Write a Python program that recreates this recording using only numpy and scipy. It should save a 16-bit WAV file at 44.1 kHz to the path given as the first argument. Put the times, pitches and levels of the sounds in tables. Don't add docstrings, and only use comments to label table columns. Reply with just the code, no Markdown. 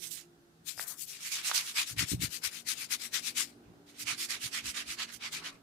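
import sys
import numpy as np
from scipy import signal
from scipy.fft import rfft, irfft, next_fast_len
from scipy.io import wavfile
from scipy.ndimage import uniform_filter1d

SR = 44100
rng = np.random.default_rng(int(sys.argv[2]) if len(sys.argv) > 2 else 0)


def boost(x):
    u = np.asarray(x, float) / 20
    return 10 ** u


def to_wav(s):
    ch = np.atleast_2d(s).T
    pcm = np.round(np.clip(ch, -1, 1) * 32767)
    wavfile.write(sys.argv[1], SR, pcm.astype(np.int16))


N = 247842


def read(points, hz):
    f, value = np.transpose(points)
    return np.interp(np.log(hz + 1), np.log(f + 1), value)[:, None]


def evened(x):
    return x / np.sqrt(np.mean(x ** 2) + 1e-20)


def pair(same, size, snaps_per_s=0.):
    snap_db = 3.5 + 2.5 * np.minimum(rng.exponential(1, (2, N)), 3)
    snaps = (rng.random((2, N)) < snaps_per_s / SR) * boost(snap_db)
    white = rng.standard_normal((2, N))
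    grains = white + np.diff(np.sign(white) * snaps, prepend=0)
    hz, t, (a, b) = signal.stft(grains, SR, nperseg=size, noverlap=size * 3 // 4)
    likeness = np.clip(read(same, hz), -1, 1)
    return hz, t, np.array([a, likeness * a + np.sqrt(1 - likeness ** 2) * b])


def sound(z, size):
    return signal.istft(z, SR, nperseg=size, noverlap=size * 3 // 4)[1][:, :N]


def ears(pan_db):
    left = boost(pan_db) ** 2
    return np.sqrt(2 * np.array([left, np.ones_like(left)]) / (1 + left))


def strokes():
    # (time [s], treble left-right [dB], pressure [dB], extra pressure on a push [dB])
    hand = [(.05, -20, -6.5, 0.5), (.13, -29, -4.5, -5.5), (.2, -13, -2, -1), (.66, 61, -5.5, 1.5),
            (1.02, 30, -9.5, -6), (1.2, 1.5, -2, 1.5), (1.56, -4, 0, -2), (1.8, 7.5, -2.5, 3),
            (2.2, 24.5, -4.5, 3), (2.7, 23, -0.5, -1), (3.45, 18, -1.5, 0), (4.0, -2.5, -3, 9.5),
            (4.2, -2, -1.5, 2.5), (5.0, -0.5, 1.5, 4.5), (5.1, 5, -0.5, 3), (5.15, -17, -2.5, 23),
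            (5.25, 4, 6.5, -7.5), (5.5, 3, 6, -2)]
    # (start [s], length [s], level [dB])
    pushes = [(.018, 0.07, -39.3), (.667, 0.059, -36), (1.756, 0.074, -27.5), (2.212, 0.056, -30),
              (2.672, 0.061, -30), (2.908, 0.05, -28), (3.365, 0.072, -27.5), (4.067, .075, -31.5),
              (4.526, 0.077, -34), (4.748, 0.077, -35), (4.985, 0.064, -35), (5.070, 0.08, -49)]
    # (start [s], length [s], level [dB])
    jolts = [(.107, 0.063, -38.5), (.159, 0.071, -46.5), (.870, 0.072, -38), (1.073, 0.12, -41.5),
             (1.313, 0.098, -33), (1.539, 0.074, -26), (1.981, .058, -27), (2.434, 0.049, -28.5),
             (3.134, 0.059, -29), (4.294, 0.075, -33.5), (5.321, 0.074, -36.5)]
    # (start [s], length [s], level [dB])
    pulls = [(-.03, 0.063, -51), (.690, 0.11, -56), (.775, 0.071, -37.5), (.980, 0.071, -39),
             (1.210, 0.096, -38), (1.441, 0.078, -31), (1.630, 0.098, -38), (1.862, 0.07, -38.5),
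             (2.075, 0.073, -34.5), (2.309, .073, -37), (2.510, 0.1, -41), (2.765, 0.092, -38.5),
             (3.003, 0.074, -36.5), (3.233, 0.076, -34), (3.993, 0.045, -36), (4.185, .076, -33),
             (4.413, 0.073, -35), (4.647, .069, -36), (4.871, 0.076, -36), (5.123, 0.051, -43),
             (5.218, .072, -39), (5.434, 0.069, -40.5)]
    # (start [s], length [s], level [dB], left-right [dB], pressure [dB])
    sleeve = [
        (0.808, 0.15, -66, 16, 25),
        (3.467, 0.041, -55, 21, -1),
        (3.62, .14, -75.5, -6, 17),
        (3.871, 0.062, -56.5, -1, 2),
        (3.941, 0.11, -55, 1, 2),
        (5.33, 0.23, -69, 10, 33.5),
        (5.48, .1, -64, 0, 4),
    ]
    s, *hand_columns = np.transpose(hand)
    brushes = []
    for table, rise, pushing in ((pushes, 0.36, True), (jolts, 0.22, True), (pulls, 0.51, False)):
        for start, length, db in table:
            middle = start + length / 2
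            pan_db, pressure_db, extra_db = (np.interp(middle, s, column) for column in hand_columns)
            brushes.append((start, length, db, rise, pan_db, pressure_db + pushing * extra_db))
    for start, length, db, pan_db, pressure_db in sleeve:
        brushes.append((start, length, db, 0.47, pan_db, pressure_db))
    return [(start + rise * length, db, rise * length, (1 - rise) * length, pan_db, pressure_db)
            for start, length, db, rise, pan_db, pressure_db in brushes]


def rubbing():
    # (frequency [Hz], density [dB per Hz])
    hair = [(250, -29), (600, -26.5), (900, -18), (1300, -7), (1800, -5.5), (2400, -1), (3700, 0),
            (5800, -.5), (7800, -3.5), (10500, -6.5), (13500, -12.5), (15500, -19)]
    # (frequency [Hz], share of the pressure [dB per dB])
    fullness = [(600, 2.24), (1300, 1.92), (1800, 1.5), (3200, 1.17), (5800, 0.46), (10500, -0.14),
                (15200, -0.9)]
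    # (frequency [Hz], share of left-right [dB per dB])
    shadow = [(600, 0.1), (1300, 0.68), (2400, 0.36), (4300, 0.68), (7800, 0.8), (13500, 1.3)]
    # (frequency [Hz], left-right [dB])
    ear_fit = [(600, -7), (1300, -7), (2400, -5.5), (4300, -5), (7800, 1.1), (13500, -2.5)]
    # (frequency [Hz], likeness [-1 to 1])
    hair_same = [(300, 1), (1200, 0.43), (2500, 0.12), (5000, 0.033), (8000, 0.03)]
    room_db, room_t60 = -19.5, 0.31
    canal_width_hz = 300
    hz, t, z = pair(hair_same, size=256, snaps_per_s=350)
    band = (hz > 2500) & (hz < 14000)
    octaves = np.log2((hz[:, None] + 200) / 4500)
    power = np.zeros(z.shape)
    all_strokes = strokes()
    canals = 2070 * boost(1 * rng.standard_normal((len(all_strokes), 2)))
    for (s, db, rise, fall, pan_db, pressure_db), (peak_hz, next_hz) in zip(all_strokes, canals):
        near = abs(t - s) < .25
        lag = t[near] - s
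        away = abs(lag) / np.where(lag < 0, rise, fall)
        speed_db = -10 * (0.33 * away + 0.61 * away ** np.where(lag < 0, 2.8, 3.07))
        colour = boost(read(hair, hz) + read(fullness, hz) * pressure_db)
        colour = colour / np.sqrt(np.sum(colour[band] ** 2) / len(hz))
        lopsided_s = fall - rise
        progress = np.clip(lag / (rise + fall), -.8, .8)
        travel_db = (-1.5 + 250 * lopsided_s) * progress
        sides = ears(read(shadow, hz) * (pan_db + travel_db) + read(ear_fit, hz))
        sweep_db = (1.5 - 210 * lopsided_s) * progress * octaves
        canal_hz = peak_hz + (next_hz - peak_hz) * np.clip(lag / fall, -1, 1)
        far_db = 0.33 * np.clip([-pan_db, pan_db], 0, 15)[:, None, None]
        ring_db = np.clip(3.0 + .5 * pressure_db, -2.5, 4.5) + far_db
        canal_db = ring_db * np.exp(-((hz[:, None] - canal_hz) / canal_width_hz) ** 2)
        power[:, :, near] += (sides * colour * boost(db + speed_db + 0.49 * sweep_db + canal_db)) ** 2
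    keep = boost(-120 * (t[1] - t[0]) / room_t60)
    power += boost(room_db) ** 2 * signal.lfilter([1 - keep], [1, -keep], 1.9 * power + 0.067 * power[::-1])
    patches = rng.standard_normal(z.shape)
    tufts = evened(uniform_filter1d(uniform_filter1d(patches, size=4, axis=1), size=30, axis=2))
    jerks = evened(uniform_filter1d(patches.mean(axis=(0, 1)), size=3))
    return sound(z * np.sqrt(power) * boost(2.52 * tufts + 1.24 * jerks - 1.64), size=256)


def room_air():
    # (frequency [Hz], density [dB per Hz])
    air = [(25, -95), (55, -86.5), (100, -80.5), (160, -77.5), (210, -79), (320, -79), (420, -81.5),
           (520, -88.5), (750, -86.5), (1000, -92.5), (1500, -88.5), (2200, -97.5), (4000, -96),
           (8000, -101), (15000, -105)]
    # (frequency [Hz], likeness [-1 to 1])
    air_same = [(60, 1), (180, 0.93), (550, 0.54), (1650, -0.3), (4970, 0.029), (15000, -0.21)]
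    # (frequency [Hz], left-right [dB])
    air_pan = [(60, 0.74), (240, -0.41), (950, -2.9), (3770, 0.0), (15000, 0.5)]
    # (time [s], level [dB])
    swell = [(0, 1.5), (1.2, -3), (2.15, 5), (2.6, 3), (3.72, 6.5), (3.9, 4), (5.5, 4.5)]
    hz, t, z = pair(air_same, size=4096)
    shape = boost(read(air, hz))
    shape = boost(-65) * shape / np.sqrt(np.mean(shape ** 2))
    low = np.exp(-np.log((hz[:, None] + 1) / 400) ** 2 / 2.7)
    wash = boost(low * np.interp(t, *np.transpose(swell)))
    return sound(z * shape * wash * ears(read(air_pan, hz)), size=4096)


def drones():
    # (start [s], end [s], first pitch [Hz], last pitch [Hz], level [dB])
    engines = [(-.2, 1.4, 164, 153, -71), (5.25, 5.9, 163, 156, -65), (2.45, 3.1, 228, 246, -69),
               (2.95, 3.75, 245, 240, -65), (3.95, 4.5, 240, 246, -66), (4.5, 5.5, 224, 247, -66),
               (3.3, 4.25, 285, 292, -69), (4.35, 5.0, 274, 291, -68), (5.35, 5.9, 276, 282, -66),
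               (-.2, .6, 348, 342, -70), (3.3, 3.85, 345, 348, -70), (4.0, 4.55, 332, 352, -70),
               (4.75, 5.15, 337, 352, -69)]
    fade_s, wander_hz = .12, 1.2
    t = np.arange(N) / SR
    knots = np.linspace(0, N / SR, 60)
    out = np.zeros(N)
    for start, end, first_hz, last_hz, db in engines:
        drift, waver = (np.interp(t, knots, row) for row in rng.standard_normal((2, len(knots))))
        fade = np.clip(np.minimum(t - start, end - t) / fade_s, 0, 1)
        hz = np.interp(t, (start, end), (first_hz, last_hz)) + wander_hz * drift
        out += fade * boost(db + 0.6 + 2.2 * waver) * np.sin(2 * np.pi * np.cumsum(hz) / SR)
    return out * boost([[-.8], [.8]])


def add(mix, s, hz, cycles, gain):
    u = np.arange(-2 * cycles, 3 * cycles, hz / SR)
    bell = np.exp(-(u / np.where(u < 0, 0.43 * cycles, 0.83 * cycles)) ** 2)
    wave = np.cos(2 * np.pi * u)
    start = round((s - 2 * cycles / hz) * SR)
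    mix[start:start + len(u)] += gain * bell * (wave - np.sum(bell * wave) / np.sum(bell))


def linger(x, db, t60, channels):
    t = np.arange(SR // 5) / SR
    tail = rng.standard_normal((channels, len(t))) * boost(-60 * t / t60) * np.clip(t / .005, 0, 1)
    return x + boost(db) * signal.oaconvolve(x, tail / np.linalg.norm(tail[0]), axes=1)[:, :N]


def knocks():
    # (time [s], peak level [dB], pitch [Hz])
    thuds = [(.775, -56, 118), (1.932, -43, 121), (1.965, -42, 235), (1.995, -35.5, 107),
             (2.028, -29.5, 227), (2.051, -47, 135), (2.1358, -22.5, 230), (2.163, -41, 130),
             (2.197, -32.5, 160), (2.216, -42, 171), (2.236, -28, 227), (2.284, -46, 100),
             (2.299, -50, 176), (2.472, -52, 92.5), (3.681, -55, 90), (3.705, -50, 188), (3.724, -62, 130),
             (3.774, -57, 142), (4.054, -54, 110), (4.131, -52, 127), (4.460, -44, 131),
             (4.650, -49.5, 110), (4.690, -53, 69.4), (4.895, -57.5, 75), (5.155, -68, 65)]
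    rebounds = [(s + 0.01125, db - 5, 118) for s, db, hz in thuds if hz > 180]
    out = np.zeros((2, N))
    for s, db, hz in thuds + rebounds:
        cycles = np.clip(1.75 - 0.0049 * hz * 0.9, .5, 4)
        add(out[0], s + 0.00074, hz * 0.95, cycles, boost(db + 0.1))
        add(out[1], s, hz, cycles, boost(db + 0.5))
    return linger(out, db=-7, t60=0.1, channels=1)


def clicks():
    # (time [s], peak level [dB], pitch [Hz], left-right [dB], left ear later by [s])
    snaps = [
        (0.7960, -21, 1710, -6, 0),
        (0.7962, -34, 860, -7, 0.000029),
        (0.7959, -44, 6000, -9, .0006),
        (1.0095, -65.5, 6900, 32, 0),
        (1.5144, -18.5, 3820, 2, 0.0037),
        (1.5149, -18, 1320, -3, 0),
        (3.738, -56, 700, -3, .0002),
    ]
    out = np.zeros((2, N))
    for s, db, hz, pan_db, later in snaps:
        add(out[0], s + later, hz * 0.99, 1.2, -boost(db + pan_db))
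        add(out[1], s, hz * 0.97, 1.15, -boost(db))
    return linger(out, db=-5, t60=0.41, channels=2)


def scene():
    return rubbing() + room_air() + drones() + knocks() + clicks()


def roll_off(x):
    return signal.sosfilt(signal.butter(12, 15870, fs=SR, output="sos"), x)


def record(dry):
    # (frequency [Hz], level [dB])
    ahead = [(100, -5), (300, -4), (700, -7), (1200, -13.5), (4000, -17), (12000, -18.5)]
    ahead_samples = 768
    size = next_fast_len(N + 2 * ahead_samples)
    hz = np.fft.rfftfreq(size, 1 / SR)
    early = boost(read(ahead, hz)[:, 0]) * np.exp(2j * np.pi * hz * ahead_samples / SR)
    band_limit = 1 / (1 + (hz / 15600) ** 200)
    mix = irfft(rfft(dry, size) * (1 + early) * band_limit, size)[:, :N]
    return roll_off(mix)


dry = scene()
out = record(dry)
to_wav(out)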